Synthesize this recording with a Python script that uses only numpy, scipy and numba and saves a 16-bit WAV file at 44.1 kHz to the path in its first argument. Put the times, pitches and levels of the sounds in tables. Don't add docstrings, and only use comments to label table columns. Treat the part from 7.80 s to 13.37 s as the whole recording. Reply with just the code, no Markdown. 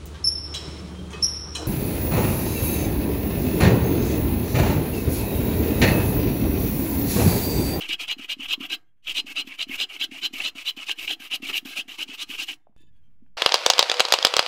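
import sys
import numpy as np
from scipy import signal
from scipy.fft import rfft, irfft
from scipy.io import wavfile
from numba import njit

SR = 44100
rng = np.random.default_rng(int(sys.argv[2]) if len(sys.argv) > 2 else 0)


def field_ratio(decibels):
    return 10 ** (np.asarray(decibels, dtype=float) / 20)


def store_pcm(level_fs):
    pcm = np.round(np.clip(level_fs, -1, 1) * 32767).astype(np.int16)
    wavfile.write(sys.argv[1], SR, np.atleast_2d(pcm).T)


N = 245637

# (time [s], level pulling [dB], level pushing [dB], kerf ring pulling [Hz])
BLADE_SHARE = [(0, -20.5, -8, 2770), (1.302, -31, -4.5, 2850), (1.499, -35, -5.5, 2490),
               (2.299, -21, -3.5, 2580), (2.9, -16, -2, 2570), (3.1, -15, -11.5, 2600),
               (4.1, -10, -15, 2620), (4.4, -33, -3, 2800), (4.75, -16, -16.5, 2680)]


def unit(x):
    return x / np.sqrt(np.mean(x ** 2) + 1e-20)


def curve(s, values):
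    return np.interp(np.arange(N) / SR, s, values)


def wander(hz):
    r = np.exp(-2 * np.pi * hz / SR)
    noise = rng.standard_normal(N + 4000)
    return unit(signal.lfilter([1], [1, -2 * r, r * r], noise)[4000:])


def coloured(x, points):
    hz, db = np.transpose(points)
    grid = np.maximum(np.fft.rfftfreq(N, 1 / SR), 1)
    gain = field_ratio(np.interp(np.log(grid), np.log(hz), db))
    return unit(irfft(rfft(x) * gain, N))


def highpass(x, hz):
    return signal.sosfilt(signal.butter(4, hz, "high", fs=SR, output="sos"), x)


@njit
def resonate(x, cos_w, r):
    y = np.zeros(len(x))
    for i in range(2, len(x)):
        drive = (1 - r * r) / 2 * (x[i] - x[i - 2])
        y[i] = drive + 2 * r * cos_w[i] * y[i - 1] - r * r * y[i - 2]
    return y


def peak(x, hz, width_hz):
    return resonate(x, np.cos(2 * np.pi * hz / SR) + np.zeros(N), np.exp(-np.pi * width_hz / SR))


def body(x, modes, patchy_db, patch_hz, bend=1):
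    feeds = [field_ratio(db + patchy_db * wander(patch_hz)) for hz, width, db in modes]
    power = sum(feed ** 2 * width * np.pi / SR for feed, (hz, width, db) in zip(feeds, modes))
    total = np.sqrt(power)
    out = np.zeros(N)
    for k, (hz, width, db) in enumerate(modes):
        out += (-1) ** k * peak(feeds[k] / total * x, hz * bend, width)
    return out


def struck(rows, rise_s):
    out = np.zeros(N)
    for s, db, hz, t60 in rows:
        start = int(s * SR)
        t = np.arange(min(int(t60 * SR), N - start)) / SR
        onset = (1 - np.exp(-t / rise_s)) ** 2
        out[start:][:len(t)] += field_ratio(db - 60 * t / t60) * onset * np.sin(2 * np.pi * hz * t)
    return out


def strokes():
    # (start [s], length [s], level [dB], growth over the stroke [dB], run-up [s])
    pull_rows = [(0.005, 0.064, -34.5, -5, 0.006), (0.194, 0.059, -31.5, -4, 0.015),
                 (0.385, 0.069, -40, 1, 0.012), (0.594, 0.069, -35, 4, 0.017),
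                 (0.8, 0.061, -34, 5.6, 0.011), (1.272, 0.049, -28.5, 0.5, 0.029),
                 (1.463, 0.061, -35.5, 2.5, 0.0087), (1.669, 0.088, -42, -1.5, 0.022),
                 (1.885, 0.075, -32, 9.5, 0.014), (2.093, 0.078, -39.5, 1.2, 0.017),
                 (2.312, 0.086, -40, 0, 0.0055), (2.532, 0.096, -32, 1.5, 0.006),
                 (2.751, 0.075, -39, 3, 0.0034), (2.965, 0.075, -39.5, 4, 0.003),
                 (3.185, 0.07, -32.5, 3.5, 0.033), (3.397, 0.078, -40.5, -0.5, 0.007),
                 (3.621, 0.089, -33, 4, 0.0022), (3.851, 0.095, -39, -4, 0.003),
                 (4.08, 0.08, -42, -2.5, 0.0019), (4.277, 0.074, -41, 8.5, 0.016),
                 (4.499, 0.062, -34.5, -1.3, 0.031), (4.684, 0.051, -35, -8.5, 0.027)]
    # (start [s], length [s], level [dB], growth over the stroke [dB], kerf ring [Hz])
    push_rows = [(0.09, 0.058, -26.5, 2, 2800), (0.282, 0.052, -27, -3, 2810),
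                 (0.493, 0.045, -28.5, -3.7, 2850.0), (0.687, 0.054, -24.5, 7.5, 2900),
                 (0.9, 0.053, -27.5, 0.5, 2780), (1.351, 0.053, -24.5, 0.3, 2890),
                 (1.559, 0.059, -27.5, -1.8, 2845), (1.789, 0.048, -28.5, 0, 2840),
                 (1.986, 0.058, -26, 0.5, 2880), (2.199, 0.053, -27.5, 3.5, 2940),
                 (2.423, 0.046, -26.5, 1.8, 2830), (2.637, 0.054, -28, -1, 2875),
                 (2.855, 0.053, -30.0, -1, 2840), (3.067, 0.058, -30, 7, 2830),
                 (3.277, 0.062, -27, 0, 2850), (3.512, 0.049, -26, 0.1, 2820), (3.732, 0.056, -26, 0, 2860),
                 (3.962, 0.053, -29, -3.5, 2830), (4.188, 0.049, -29, -0.5, 2780),
                 (4.381, 0.055, -33.5, 5.2, 2770), (4.586, 0.057, -29, -1.5, 2780.0)]
    push_run_up_s = .012
    at, ring_hz = np.transpose(BLADE_SHARE)[[0, -1]]
    rows = [(*row, push_run_up_s, 1) for row in push_rows]
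    for s, length, db, growth, run_up in pull_rows:
        rows.append((s, length, db, growth, np.interp(s, at, ring_hz), run_up, 0))
    return np.transpose(sorted(rows))


def along_strokes(early, late):
    start, length = strokes()[:2]
    times = np.ravel([start + .2 * length, start + .8 * length], order="F")
    return curve(times, np.ravel([early, late], order="F"))


def drive(force, db, rise_db):
    return force * field_ratio(along_strokes(db - rise_db, db + rise_db))


def effort(linger=(0, 0)):
    # (from [s], to [s])
    contacts = [
        (0, .985),
        (1.228, 4.76),
    ]
    contact_db, cut_db = -64, 2.5
    run_up_db, arch_db = (-29, -23), (0, 1)
    bite_s, bite_db = (0.0045, 0.0081), (-5.5, -3)
    brake_s, brake_db = .005, -7
    stop_s, stop_db = (.014, .013), (-24, -27)
    force = field_ratio(contact_db) * sum(curve([a - .006, a, b, b + 0.0091], [0, 1, 1, 0]) for a, b in contacts)
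    for s, length, db, growth, hz, run_up, kind in strokes().T:
        k, early, late = int(kind), -.6 * growth, .6 * growth
        end = s + length + linger[k]
        points = [(s - run_up - .012, -60),
                  (s - run_up, early + run_up_db[k]),
                  (s, early + bite_db[k]),
                  (s + bite_s[k], early - arch_db[k]),
                  (s + length / 2, arch_db[k]),
                  (end - brake_s, late - arch_db[k]),
                  (end, late + brake_db),
                  (end + stop_s[k], late + stop_db[k]),
                  (end + stop_s[k] + .02, -60)]
        times, shape = np.transpose(points)
        i = np.arange(max(0, int(times[0] * SR)), int(times[-1] * SR))
        force[i] += field_ratio(db + cut_db + np.interp(i / SR, times, shape))
    return force


def teeth(per_s, spread_db, burst_db):
    sizes = field_ratio(spread_db * np.minimum(rng.exponential(1, N), 4)) * rng.choice([-1, 1], N)
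    return sizes * (rng.random(N) < per_s / SR) * field_ratio(burst_db * wander(330))


def hard_bites():
    # (time [s], peak level [dB])
    catches = [(0.12, -27.5), (0.2278, -32.5), (0.3139, 0), (0.7309, -18.5), (1.27, -3.5), (1.3569, -31.5),
               (2.0011, 2), (2.2118, -1.5), (2.65, -10.5), (3.069, -4.5), (3.0841, -3.5), (3.0938, 5),
               (3.2775, -1.5), (3.6916, 0), (3.7503, -2.5), (3.9673, -14.5), (3.9873, -21)]
    bites = unit(teeth(10000, 1.4, 2.6))
    for at, db in catches:
        bites[int((at - .001) * SR):][:90] *= field_ratio(.5 * (db + 12.5) + 4.5)
    return bites


def kerf_centre():
    hz, run_up, push = strokes()[4:]
    sweep = np.take((40, 300), push.astype(int)) / 2   # Hz, pull and push
    return 2755 + 1.25 * (along_strokes(hz - sweep, hz + sweep) - 2800)


def kerf_ring(force, bites, fine, centre_hz):
    kerf_modes = [2186, 2253, 2576, 2656, 2850, 3056, 3151, 3260, 3654]
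    grip_hz = np.take((380, 310), strokes()[-1].astype(int))
    spread_hz = along_strokes(grip_hz, grip_hz)
    near_centre = [(hz, 170, -3.0 * ((hz - centre_hz) / spread_hz) ** 2) for hz in kerf_modes]
    clicks = unit(bites + .5 * fine)
    kerf = body(force * field_ratio(4.5) * clicks, near_centre, 2.11, 30, 1 + 0.021 * wander(28))
    return highpass(kerf, 2150)


def blade_ring(force, bites, fine, centre_hz):
    # (frequency [Hz], width [Hz], level [dB])
    blade_modes = [(3570, 150, 4.5), (3992, 64, 9), (4172, 36, 3.5), (4900, 240, -4.5), (4960, 72, 0),
                   (5220, 200, -15.5), (5690, 340, -24.5), (6680, 210, -12), (7383, 300, -18)]
    start, push = strokes()[[0, -1]]
    at, pulling, pushing = np.transpose(BLADE_SHARE)[:3]
    level_db = np.where(push, np.interp(start, at, pushing), np.interp(start, at, pulling))
    clicks = unit(bites + 0.5 * fine)
    flex = (centre_hz / 2900) ** .15
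    blade = body(drive(force, level_db - 2.0, 0.89) * clicks, blade_modes, 1.7, 11, flex)
    return blade + peak(drive(force, level_db - 10.5, 2.5) * fine, 4970, 1300)


def dust_hiss(lingering, bites, fine):
    # (frequency [Hz], level [dB per Hz])
    dust_spectrum = [(1500, -34.5), (3000, 7.5), (6000, 0.5), (9000, -6.5), (12500, -14), (15500, -4.5)]
    # (frequency [Hz], width [Hz], level [dB])
    shimmer_modes = [(6800, 690, -9), (8740, 290, -2.5), (10200, 2200, -4), (12340, 2000, 4.5),
                     (12570, 1900, 12.5), (14200, 1700, -2)]
    start, length, db, growth, hz, run_up, push = strokes()
    kind = push.astype(int)
    level_db = np.take((-22, -23.5), kind) - 0.15 * (db + 25) + np.take((1.87, 2.24), kind) * start
    rise_db = np.take((0.5, 4), kind)
    shimmer = body(drive(lingering, level_db - 5.0, rise_db) * fine, shimmer_modes, 7.0, 9)
    dust = drive(lingering, level_db + 0.23, rise_db) * field_ratio(0.5 * wander(15))
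    return shimmer + dust * coloured(fine + 0.11 * bites, dust_spectrum)


def slat_ring(force, lingering, bites, fine):
    # (frequency [Hz], width [Hz], level [dB])
    slat_modes = [(299, 51, 0.5), (447, 110, -12), (727, 140, -4), (842, 290, -6.5), (1274, 167, -6),
                  (1600, 65, 0.5), (2100, 300, 1)]
    # (start [s], length [s], level [dB])
    judders = [
        (2.593, 0.03, 7),
        (3.113, 0.044, -2.5),
        (3.298, .03, 3),
        (3.697, 0.028, 11),
        (4.236, 0.027, 0.5),
    ]
    level_db = -20 - .5 * (strokes()[2] + 25)
    slat = body(drive(force, level_db + 1.78, 0.33) * unit(bites + 0.68 * fine), slat_modes, 3.8, 22)
    slat += peak(drive(lingering, level_db + 2.5, .4) * fine, 1000, 1100)
    judder_db = sum(curve([s, s + .004, s + length - .008, s + length], [0, db, db, 0])
                    for s, length, db in judders)
    return slat * field_ratio(judder_db)


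def saw():
    force = effort()
    lingering = effort((.009, 0))
    bites, fine = hard_bites(), unit(teeth(14000, 2.0, 1.3))
    centre_hz = kerf_centre()
    steel = kerf_ring(force, bites, fine, centre_hz) + blade_ring(force, bites, fine, centre_hz)
    steel += dust_hiss(lingering, bites, fine)
    return steel, slat_ring(force, lingering, bites, fine)


def knocks():
    # (time [s], peak level [dB], level of the lift [dB])
    turns = [(0.395, -34.5, -41), (0.596, -34.5, -42.5), (0.807, -29.5, -36), (1.446, -39.5, -60),
             (1.675, -36.5, -45), (1.897, -30.5, -41), (2.32, -35.5, -45), (2.537, -34.5, -45.5),
             (2.755, -39.5, -58), (2.974, -37.5, -57.5), (3.403, -43, -58), (3.63, -32, -42),
             (3.856, -32, -43), (4.083, -43.5, -50), (4.293, -37, -47), (4.497, -37.5, -54.5)]
    # (time [s], peak level [dB], frequency [Hz])
    bumps = [
        (0.095, -33.5, 312),
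        (3.693, -40, 325),
        (5.007, -55.5, 302),
        (5.424, -47.5, 244),
    ]
    # (time [s], peak level [dB], frequency [Hz])
    taps = [(2.1, -47, 3300), (4.87, -43, 680), (4.895, -56, 217), (4.925, -63, 940), (7.9, -57, 230),
            (5.004, -60, 2990), (5.02, -62, 3100), (5.035, -54, 270), (5.082, -67, 110), (5.104, -63, 110),
            (5.464, -56, 1640), (5.463, -59, 2500), (5.463, -63, 800), (6.9, -46.5, 115)]
    rows = list(bumps)
    for s, db, lift_db in turns:
        rows += [(s, db, 272.4), (s - .027, lift_db, 277)]
    dull = struck([(s - .003, db + 12, hz, .038) for s, db, hz in rows], .0028)
    return dull + struck([(s, db + 6, hz, 7.0 / hz) for s, db, hz in taps], .0004)


def tinkle(sharpness=70):
    # (start [s], length [s], level [dB])
    rubs = [
        (1.034, 0.071, -84.5),
        (1.162, 0.044, -92),
        (4.76, 0.11, -95.5),
        (4.959, 0.076, -68.5),
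        (5.043, 0.045, -77),
        (5.117, .075, -82),
        (5.22, 0.055, -82),
        (5.418, 0.076, -93),
        (5.562, 0.028, -68),
    ]
    # (time [s], peak level [dB])
    touches = [
        (4.965, -56),
        (4.98, -55),
        (5.007, -55.5),
        (5.022, -56),
        (5.034, -72.5),
        (5.08, -76.5),
        (5.165, -72.5),
        (5.25, -72),
        (5.43, -80.5),
        (5.477, -71.5),
    ]
    # (frequency [Hz], level [dB])
    loose_modes = [(930, -5), (1620, 1), (2490, -2), (2850, -3), (3350, 2), (4500, -13), (6450, -12),
                   (9300, -15), (14300, -17)]
    # (time [s], pitch factor [1])
    bends = [
        (1.2, .97),
        (4.7, 1.07),
        (5.11, 1.065),
        (5.118, 1.0),
        (5.21, .995),
        (5.218, .945),
        (5.4, .94),
    ]
    rise_s, fall_s = 0.01, 0.018
    rub = np.zeros(N)
    for s, length, db in rubs:
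        times = [s, s + rise_s, s + length - fall_s, s + length + fall_s]
        rub += field_ratio(db) * curve(times, [0.0035, 0.37, 0.96, 0.0086])
    contact = rub * unit(teeth(9000, 0.82, 1.5))
    modes = [(hz, hz / sharpness, db) for hz, db in loose_modes]
    sing = body(contact, modes, 2.5, 12, curve(*np.transpose(bends)))
    for s, db in touches:
        contact[int(s * SR)] += field_ratio(db + 23.5)
    return field_ratio(-12.5) * peak(contact, 4000, 6000) + field_ratio(5) * sing


def porch(x, wet_db, t60, dull):
    t = np.arange(int(.35 * SR)) / SR
    noise = signal.lfilter([1], [1, -dull], rng.standard_normal(len(t)))
    tail = noise * field_ratio(-60 * t / t60) * (t > .004)
    return field_ratio(wet_db) * signal.fftconvolve(x, tail / np.sqrt(np.sum(tail ** 2)))[:N]


def scene():
    steel, wood = saw()
    wood = wood + knocks()
    near = steel + wood + tinkle()
    bright = highpass(steel, 4500)
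    scatter = porch(near, -24, .04, .3)
    tail = porch(steel, -39, .2, 0) + porch(bright, -25, .22, 0) + porch(wood, -21, .28, .9)
    return (near + scatter + tail)[None]


def pumping():
    # (time [s], level before [dB], level after [dB])
    snaps = [
        (.1, 14.5, 10),
        (.69, 12.5, 5),
        (1.33, 15.5, 9),
        (1.97, 13, 0),
        (2.62, 12, 1.5),
        (3.26, 9, 1),
        (3.71, 11, 2.5),
        (4.58, 11, 2.5),
    ]
    creep_s, snap_s, settled_db = .12, 0.035, 1
    open_s, open_db = 4.964, 11.5
    points = []
    for s, before, after in snaps:
        points += [(s - creep_s, settled_db), (s, before), (s + snap_s, after)]
    points += [(open_s, settled_db), (open_s + 0.00011, open_db)]
    return curve(*np.transpose(points))


def rumble():
    # (frequency [Hz], level [dB per Hz])
    rumble_spectrum = [(20, -6.5), (60, -6.5), (120, -8.5), (250, -17.5), (400, -31), (800, -57.5)]
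    return field_ratio(-75.5 + 1.2 * wander(11)) * coloured(rng.standard_normal(N), rumble_spectrum)


def hiss():
    # (frequency [Hz], level [dB per Hz])
    hiss_spectrum = [(300, 6), (900, 2), (2500, 3.5), (5000, -17.5), (15000, -11.5)]
    return field_ratio(-89.5 + 2.5 * wander(12)) * coloured(rng.standard_normal(N), hiss_spectrum)


def low_pass(x):
    return signal.sosfilt(signal.butter(12, 15710, fs=SR, output="sos"), x)


def record(dry):
    offset, cutoff_hz = 0.0018, 15640
    gain = field_ratio(pumping())
    x = dry + np.sqrt(gain) * hiss() + gain * (rumble() + offset)
    x = signal.sosfilt(signal.ellip(12, .5, 70, cutoff_hz, fs=SR, output="sos"), x)
    return low_pass(x)


dry = scene()
out = record(dry)
store_pcm(out)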